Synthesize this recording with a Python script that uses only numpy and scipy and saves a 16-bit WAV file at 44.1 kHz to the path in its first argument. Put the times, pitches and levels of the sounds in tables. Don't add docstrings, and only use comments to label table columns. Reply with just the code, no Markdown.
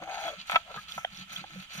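import sys
import numpy as np
from scipy import signal
from scipy.fft import rfft, irfft, next_fast_len
from scipy.io import wavfile
from scipy.ndimage import uniform_filter1d

SR = 44100
rng = np.random.default_rng(int(sys.argv[2]) if len(sys.argv) > 2 else 0)


def store_pcm(level_fs):
    pcm = np.round(np.clip(level_fs, -1, 1) * 32767).astype(np.int16)
    wavfile.write(sys.argv[1], SR, np.atleast_2d(pcm).T)


N = 79380
TAPS = 8192

# start, fastest moment and stop in seconds,
# then the top level of grit, fine crunch and bare stone in dB.
STROKES = [(-.02, 0.05, 0.045, -58.5, -77, -52), (0.007, 0.265, 0.38, -46, -57, -43),
           (0.366, 0.397, 0.46, -47, -70, -54.5), (0.447, 0.519, 0.64, -46.5, -54, -48.5),
           (0.622, 0.796, 0.877, -48, -63, -54), (0.867, 0.903, 1.02, -44, -52.5, -62),
           (0.9, 0.977, 1.095, -72, -59.5, -51.5), (1.07, 1.205, 1.258, -46.5, -59.5, -54.5),
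           (1.264, 1.344, 1.45, -43, -53, -47), (1.409, 1.6, 1.677, -49, -61.5, -52),
           (1.679, 1.76, 1.9, -43.5, -50, -48)]
GRIT_SHAPE, CRUNCH_SHAPE = 1.25, 2.2
GRAINS_PER_S, GRAIN_SPREAD_DB = 3000, 4.5
GRIT_PATCHY_DB, GRIT_PATCHY_RATE = 2.5, 24
CRUNCH_PATCHY_DB, CRUNCH_PATCHY_RATE = 3, 91
GRIT_SCATTER_DB = -0.5
# frequency in Hz, level in dB.
GRIT_TONE = [(300, -31.5), (1000, -8), (1650, -11), (2200, 3), (3000, 2.5), (3900, 3), (4500, 2),
             (5000, -12), (5600, -16), (6500, -9), (7400, -18), (15000, -78)]
# frequency in Hz, level in dB.
CRUNCH_TONE = [(2000, -4.5), (4200, -13), (5000, 0), (5600, 10), (6600, 11), (7800, -5), (10000, 0),
               (13000, -2.5), (15500, -7)]

# frequency in Hz, level in dB, time to fade by 60 dB in seconds.
STONE_MODES = [(674, -3, 0.033), (834, -13, 0.084), (959, -4.5, 0.026), (1323, 1, .05), (1695, 0.5, 0.0097),
               (1782, -8, 0.06), (2066, -4.5, 0.014), (2478, 4, 0.013), (3320, -3.5, 0.026),
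               (3700, -6, 0.0082), (4530, -22.5, 0.036), (6170, -22.5, 0.015)]
# frequency in Hz, level in dB.
RUB_FORCE = [(600, 4), (1000, -7.5), (1350, 4.5), (1700, 6), (2400, 7), (3300, -12), (6200, 21)]
# frequency in Hz, level in dB.
RADIATION = [(60, -22), (300, -16), (450, -5.5), (620, -2.5), (3000, 0)]
# time in seconds, level in dB before halving,
# treble limit of the contact in Hz, share of the full ringing time.
KNOCKS = [(.0225, -22, 880, 0.78), (0.076, -21, 1010, 0.33), (.279, -23.5, 2460, 0.77),
          (.5283, -21.5, 5940, .7), (0.5455, -23, 4400, 1), (.4968, -16, 4500, .6), (.5182, -18, 3800, .8),
          (.5579, -7, 4860, .7), (.56092, -8, 3600, .6), (.56393, -22, 3000, .7), (0.742, -28, 1400, 1),
          (0.761, -27.5, 1420, 1.0), (.9785, -16.5, 1070, 0.72), (.9815, -29.5, 1330, 1.0)]
# start in seconds, length in seconds, level in dB,
# treble limit of the contact in Hz.
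CHATTERS = [(0.523, 0.034, -34.5, 2900), (0.667, 0.057, -50, 1320)]
CHATTER_PER_S = 450

# time in seconds, level in dB, pitch of the contact in Hz.
JUDDER = [(0, -44, 625), (0.015, -47.5, 690), (0.025, -36.5, 584), (0.051, -49, 723), (0.067, -46, 704),
          (0.08, -35.5, 714), (.15, -34.5, 774), (0.208, -35.5, 780), (0.224, -40, 740), (0.248, -36, 732),
          (0.291, -32, 724), (0.317, -45, 580), (0.338, -42, 546), (.37, -65, 574), (.51, -80, 880),
          (0.534, -33.5, 824), (0.556, -33.5, 764), (.63, -69, 700), (0.676, -52.5, 707),
          (.698, -48.5, 660), (.713, -41, 560), (.735, -65, 520)]
JUDDER_WIDTH_HZ, JUDDER_OVERTONE_DB, JUDDER_PAN_DB = 171, -14, 3

# start in seconds, length in seconds, level in dB.
GROANS = [(.005, 0.023, -51.5), (0.063, 0.039, -63), (0.241, 0.032, -55), (1.405, 0.035, -61.5),
          (1.482, 0.064, -66)]
GROAN_HZ, GROAN_T60_S = 321, 0.16
# start in seconds, length in seconds,
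# level in dB before the shared lift, pitch in Hz.
SINGS = [(.21, .1, -45, 3340), (.08, .15, -57, 6500), (.74, .03, -57, 465), (.765, .025, -42, 1260),
         (.768, .024, -46, 1675), (.87, .07, -53, 1330)]
SING_T60_S, SING_LIFT_DB = 0.054, 1.0

# start in seconds, decay in seconds,
# level in dB before scatter, middle frequency in Hz.
CRACKLES = [(0.4694, 0.0037, -57.5, 7800), (0.4983, 0.0028, -57, 8500), (0.512, 0.0042, -49.5, 9300),
            (.5235, 0.003, -54, 6460), (.538, .01, -60, 11100), (0.557, 0.0023, -42.5, 4240)]
CRACKLE_PER_S = 1200

# time in seconds, level in dB, middle frequency in Hz,
# reach to either side in octaves.
SEEDS = [(1.0465, -21.5, 1530, 1.14), (1.3607, -29.5, 3860, 0.19), (1.4401, -35.5, 690, 0.47),
         (1.556, -48, 495, 0.13), (0.92, -33, 4650, 0.08), (1.171, -43.5, 5640, 0.087)]
SEED_ATTACK_S, SEED_DECAY_S, SEED_CLICK_GAP_S = 0.00066, 0.0027, 0.0008
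# frequency in Hz, level in dB.
SEED_TONE = [(300, -22), (520, -4), (720, 5), (1000, -10.5), (1250, -22.5), (1600, -0.5), (1950, -4),
             (2400, -16), (2900, -11), (3350, 8), (4300, -43), (5600, -31), (9000, -76)]

# start in seconds, length in seconds, level in dB.
BUMPS = [(.008, 0.018, -52), (.245, 0.025, -64), (.36, 0.027, -55.5), (.53, 0.013, -45), (.755, 0.025, -48),
         (.958, 0.027, -51.5), (1.11, 0.019, -51.5), (1.175, 0.048, -48.5), (1.30, 0.045, -59.5),
         (1.365, 0.022, -48), (1.40, 0.019, -50), (1.51, 0.048, -51), (1.552, 0.053, -44.5),
         (1.738, 0.031, -54), (1.77, 0.015, -40.5)]
# frequency in Hz, level in dB,
# time to fade by 60 dB in seconds.
SLAB_MODES = [(138.6, -1.5, 0.089), (190.6, 3.5, 0.094)]
# frequency in Hz, level in dB.
BUMP_FORCE = [(50, -2), (110, -4.5), (150, 0), (210, 1), (270, -5), (330, -3), (420, -9), (900, -1)]
# start in seconds, length in seconds, level in dB.
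SHAKE = (.535, .045, -57)
RUMBLE_DB = -19.5

# frequency in Hz, level in dB.
AIR_TONE = [(25, 5.5), (60, 9.5), (110, 3), (190, 5), (300, -7.5), (500, -23), (900, -4), (1400, -7),
            (3000, -9), (4500, -33), (7000, -15), (15000, -51)]
# frequency in Hz, level in dB.
AIR_SIDES = [(30, -5), (150, -16.0), (900, 2.5)]
# frequency in Hz, level in dB.
HISS_TONE = [(600, -27), (1300, -16), (2200, -1.5), (3200, 6), (4200, -8.5), (5200, -14.5), (9000, -20.5),
             (15000, -25)]
AIR_DB, HISS_DB, HISS_PAN_DB = -60, -56, -6

# frequency in Hz, difference in dB.
BALANCE = [(60, -1), (180, -2.5), (330, 2), (1300, 2), (2400, -.3), (4400, -3), (8000, -4.5), (15000, -11)]
GRIT_LAG, STONE_LAG, LOW_LAG = 16.118511, 7.698214, 4.591605
YARD_T60_S, YARD_DB = 0.095, -21
TOP_HZ = 15400


def undb(db):
    return 10 ** (np.asarray(db) / 20)


def unit(x):
    return x / np.sqrt(np.mean(x ** 2) + 1e-20)


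def clock():
    return np.arange(N) / SR


def bins():
    return np.maximum(np.fft.rfftfreq(TAPS, 1 / SR), 1)


def through(x, response):
    size = next_fast_len(x.shape[-1] + TAPS, True)
    filtered = irfft(rfft(x, size) * rfft(irfft(response), size), size)
    return filtered[..., :x.shape[-1]]


def along(points):
    hz, db = np.array(points, float).T
    return np.interp(np.log(bins()), np.log(hz), db)


def causal(db):
    cepstrum = irfft(np.log(undb(db)))
    cepstrum[1:TAPS // 2] *= 2
    cepstrum[TAPS // 2 + 1:] = 0
    return np.exp(rfft(cepstrum))


def soft(cut_hz):
    ratio = bins() / cut_hz
    return 1 / (1 + 1j * np.sqrt(2) * ratio - ratio ** 2)


def ringing(modes, length=1):
    t = np.arange(TAPS) / SR
    total = np.zeros(TAPS)
    for k, (hz, db, t60) in enumerate(modes):
        fade = np.exp(-np.log(1000) * t / (t60 * length))
        total += (-1) ** k * undb(db) * np.sin(2 * np.pi * hz * t) * fade
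    return rfft(total)


def walk(rate):
    k = max(int(SR / rate), 1)
    return unit(uniform_filter1d(uniform_filter1d(rng.standard_normal(N), k), k))


def grains(per_s, spread_db, size=N):
    hit, energy, sign = rng.random(size), rng.exponential(size=size), rng.random(size)
    x, on = np.zeros(size), hit < per_s / SR
    x[on] = np.sign(sign[on] - .5) * undb(spread_db * np.minimum(energy[on], 5))
    return unit(x)


def spell(length, per_s, body):
    progress = np.minimum(np.arange(TAPS) / SR / length, 1)
    window = np.sqrt(np.abs(np.sin(np.pi * progress)))
    return irfft(rfft(grains(per_s, spread_db=3.0, size=TAPS) * window) * body)


def sized(x, length, db):
    return x * undb(db) * np.sqrt(length * SR / (np.sum(x ** 2) + 1e-20))


def add(out, at, x):
    i = int(np.clip(round(at * SR), 0, N - 1))
    out[i:i + len(x)] += x[:N - i]


def ears(x, lag, pan_db=0):
    whole, part = divmod(lag, 1)
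    late = np.pad(x, (int(whole), 0))[:N]
    k = (1 - part) / (1 + part)
    right = signal.lfilter([k, 1], [1, k], late)
    return np.array([x * undb(pan_db / 2), right * undb(-pan_db / 2)])


def scatter(x, t60):
    t = np.arange(TAPS) / SR
    build_up = 1 - np.exp(-t / 0.0041)
    tail = rng.standard_normal((2, TAPS)) * np.exp(-np.log(1000) * t / t60) * build_up
    return through(x, rfft(tail / np.sqrt(np.sum(tail ** 2) / 2)))


def effort(column, shape):
    t = np.linspace(0, N / SR, 1000)
    level = np.zeros(len(t))
    for row in STROKES:
        speed = np.sin(np.pi / 2 * np.interp(t, row[:3], [0, 1, 0]))
        level += undb(row[3 + column]) * speed ** shape
    return np.interp(clock(), t, level)


def scraping():
    grit = unit(through(grains(GRAINS_PER_S, GRAIN_SPREAD_DB), causal(along(GRIT_TONE))))
    crunch = unit(through(grains(per_s=4600, spread_db=3.0), causal(along(CRUNCH_TONE))))
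    grit = grit * effort(0, GRIT_SHAPE) * undb(GRIT_PATCHY_DB * walk(GRIT_PATCHY_RATE))
    crunch = crunch * effort(1, CRUNCH_SHAPE) * undb(CRUNCH_PATCHY_DB * walk(CRUNCH_PATCHY_RATE))
    x = grit + crunch
    blur = undb(GRIT_SCATTER_DB)
    return (ears(x, GRIT_LAG) + blur * scatter(x, t60=0.019)) / np.hypot(1, blur)


def stones():
    radiated = causal(along(RADIATION))
    ring = ringing(STONE_MODES) * radiated
    rubbing = unit(through(grains(per_s=1400, spread_db=4), ring * causal(along(RUB_FORCE))))
    out = rubbing * effort(2, shape=0.83)
    for start, length, db, cut_hz in CHATTERS:
        add(out, start, sized(spell(length, CHATTER_PER_S, ring * soft(cut_hz)), length, db))
    for at, db, cut_hz, ring_share in KNOCKS:
        knock = irfft(ringing(STONE_MODES, ring_share) * radiated * soft(cut_hz))
        add(out, at, undb(db) * knock / 2)
    return ears(out, STONE_LAG) + undb(-3) * scatter(out, t60=0.02)


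def judder():
    at, db, hz = np.array(JUDDER, float).T
    t = clock()[:N // 2]
    phase = 2 * np.pi * np.cumsum(np.interp(t, at, hz)) / SR
    level = undb(np.interp(t, at, db)) * (t < at[-1])
    out = np.zeros(N)
    for multiple, gain in ((1, 0.91), (2, undb(JUDDER_OVERTONE_DB))):
        slips = grains(per_s=1100, spread_db=2.5, size=len(t)) * np.exp(-1j * multiple * phase)
        band = soft(JUDDER_WIDTH_HZ * multiple / 2)
        swing = through(slips.real, band) + 1j * through(slips.imag, band)
        swing = swing / (unit(np.abs(swing)) + 2.0)
        tone = unit((swing * np.exp(1j * multiple * phase)).real)
        add(out, 0, gain * tone * level)
    return ears(through(out, causal(along(RADIATION))), LOW_LAG, JUDDER_PAN_DB)


def singing():
    low, notes = np.zeros(N), np.zeros(N)
    groan_body = ringing([(GROAN_HZ, 0, GROAN_T60_S)]) * soft(cut_hz=810)
    for start, length, db in GROANS:
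        add(low, start, sized(spell(length, 1100, groan_body), length, db))
    for start, length, db, hz in SINGS:
        body = ringing([(hz, 0, SING_T60_S)]) * causal(along(RADIATION))
        add(notes, start, sized(spell(length, 900, body), length, db))
    return ears(low, LOW_LAG) + undb(SING_LIFT_DB) * ears(notes, LOW_LAG)


def husks():
    out, t = np.zeros(N), np.arange(TAPS) / SR
    for start, decay, db, centre_hz in CRACKLES:
        clicks = grains(CRACKLE_PER_S, spread_db=2.5, size=TAPS) * np.exp(-t / decay)
        clicks[0] = np.abs(clicks).max()
        distance = np.log2(bins() / centre_hz) / .55
        colour = causal(-10 * np.log10(1 + distance ** 8))
        add(out, start, sized(irfft(rfft(clicks) * colour), decay, db))
    return ears(out, GRIT_LAG) + undb(2.5) * scatter(out, t60=0.0018)


def seeds():
    out = np.zeros(N)
    for at, db, centre_hz, octaves in SEEDS:
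        chance = rng.uniform(-0.75, 1, size=7)
        delays = SEED_CLICK_GAP_S * np.abs(np.arange(len(chance)) + 0.49 * chance)
        sizes = np.exp(-delays / SEED_DECAY_S) * (1 - 0.89 * np.exp(-delays / SEED_ATTACK_S))
        snaps = np.bincount((delays * SR).astype(int), sizes, TAPS)
        distance = np.log2(bins() / centre_hz) / octaves
        colour = along(SEED_TONE) - 10 * np.log10(1 + distance ** 4)
        add(out, at, sized(irfft(rfft(snaps) * causal(colour)), SEED_DECAY_S, db))
    return ears(out, STONE_LAG, pan_db=-4.5)


def thuds():
    body = ringing(SLAB_MODES) * causal(along(BUMP_FORCE))
    rumble = unit(through(grains(per_s=1500, spread_db=1.5), body))
    out = undb(RUMBLE_DB) * rumble * effort(0, shape=1.0)
    for start, length, db in BUMPS:
        add(out, start, sized(spell(length, 800, body), length, db))
    start, length, db = SHAKE
    add(out, start, sized(spell(length, 800, soft(cut_hz=26)), length, db))
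    return ears(out, LOW_LAG)


def background():
    noise = rng.standard_normal((4, N))
    side = through(noise[1], causal(along(AIR_SIDES)))
    air = unit(through(noise[0] + np.array([side, -side]), causal(along(AIR_TONE))))
    pan = undb(np.array([[HISS_PAN_DB], [-HISS_PAN_DB]]) / 2)
    hiss = unit(through(noise[2:], causal(along(HISS_TONE)))) * pan
    return undb(AIR_DB) * air + undb(HISS_DB) * hiss * undb(0.81 * walk(rate=12))


def scene():
    near = scraping() + stones() + judder() + singing() + husks() + seeds() + thuds()
    near = near + undb(YARD_DB) * scatter(near, YARD_T60_S)
    half = along(BALANCE) / 2
    return through(near, np.array([causal(half), causal(-half)])) + background()


def record(dry):
    top_cut = signal.ellip(10, .2, 80, TOP_HZ, fs=SR, output="sos")
    return signal.sosfilt(top_cut, dry)


dry = scene()
out = record(dry)
store_pcm(out)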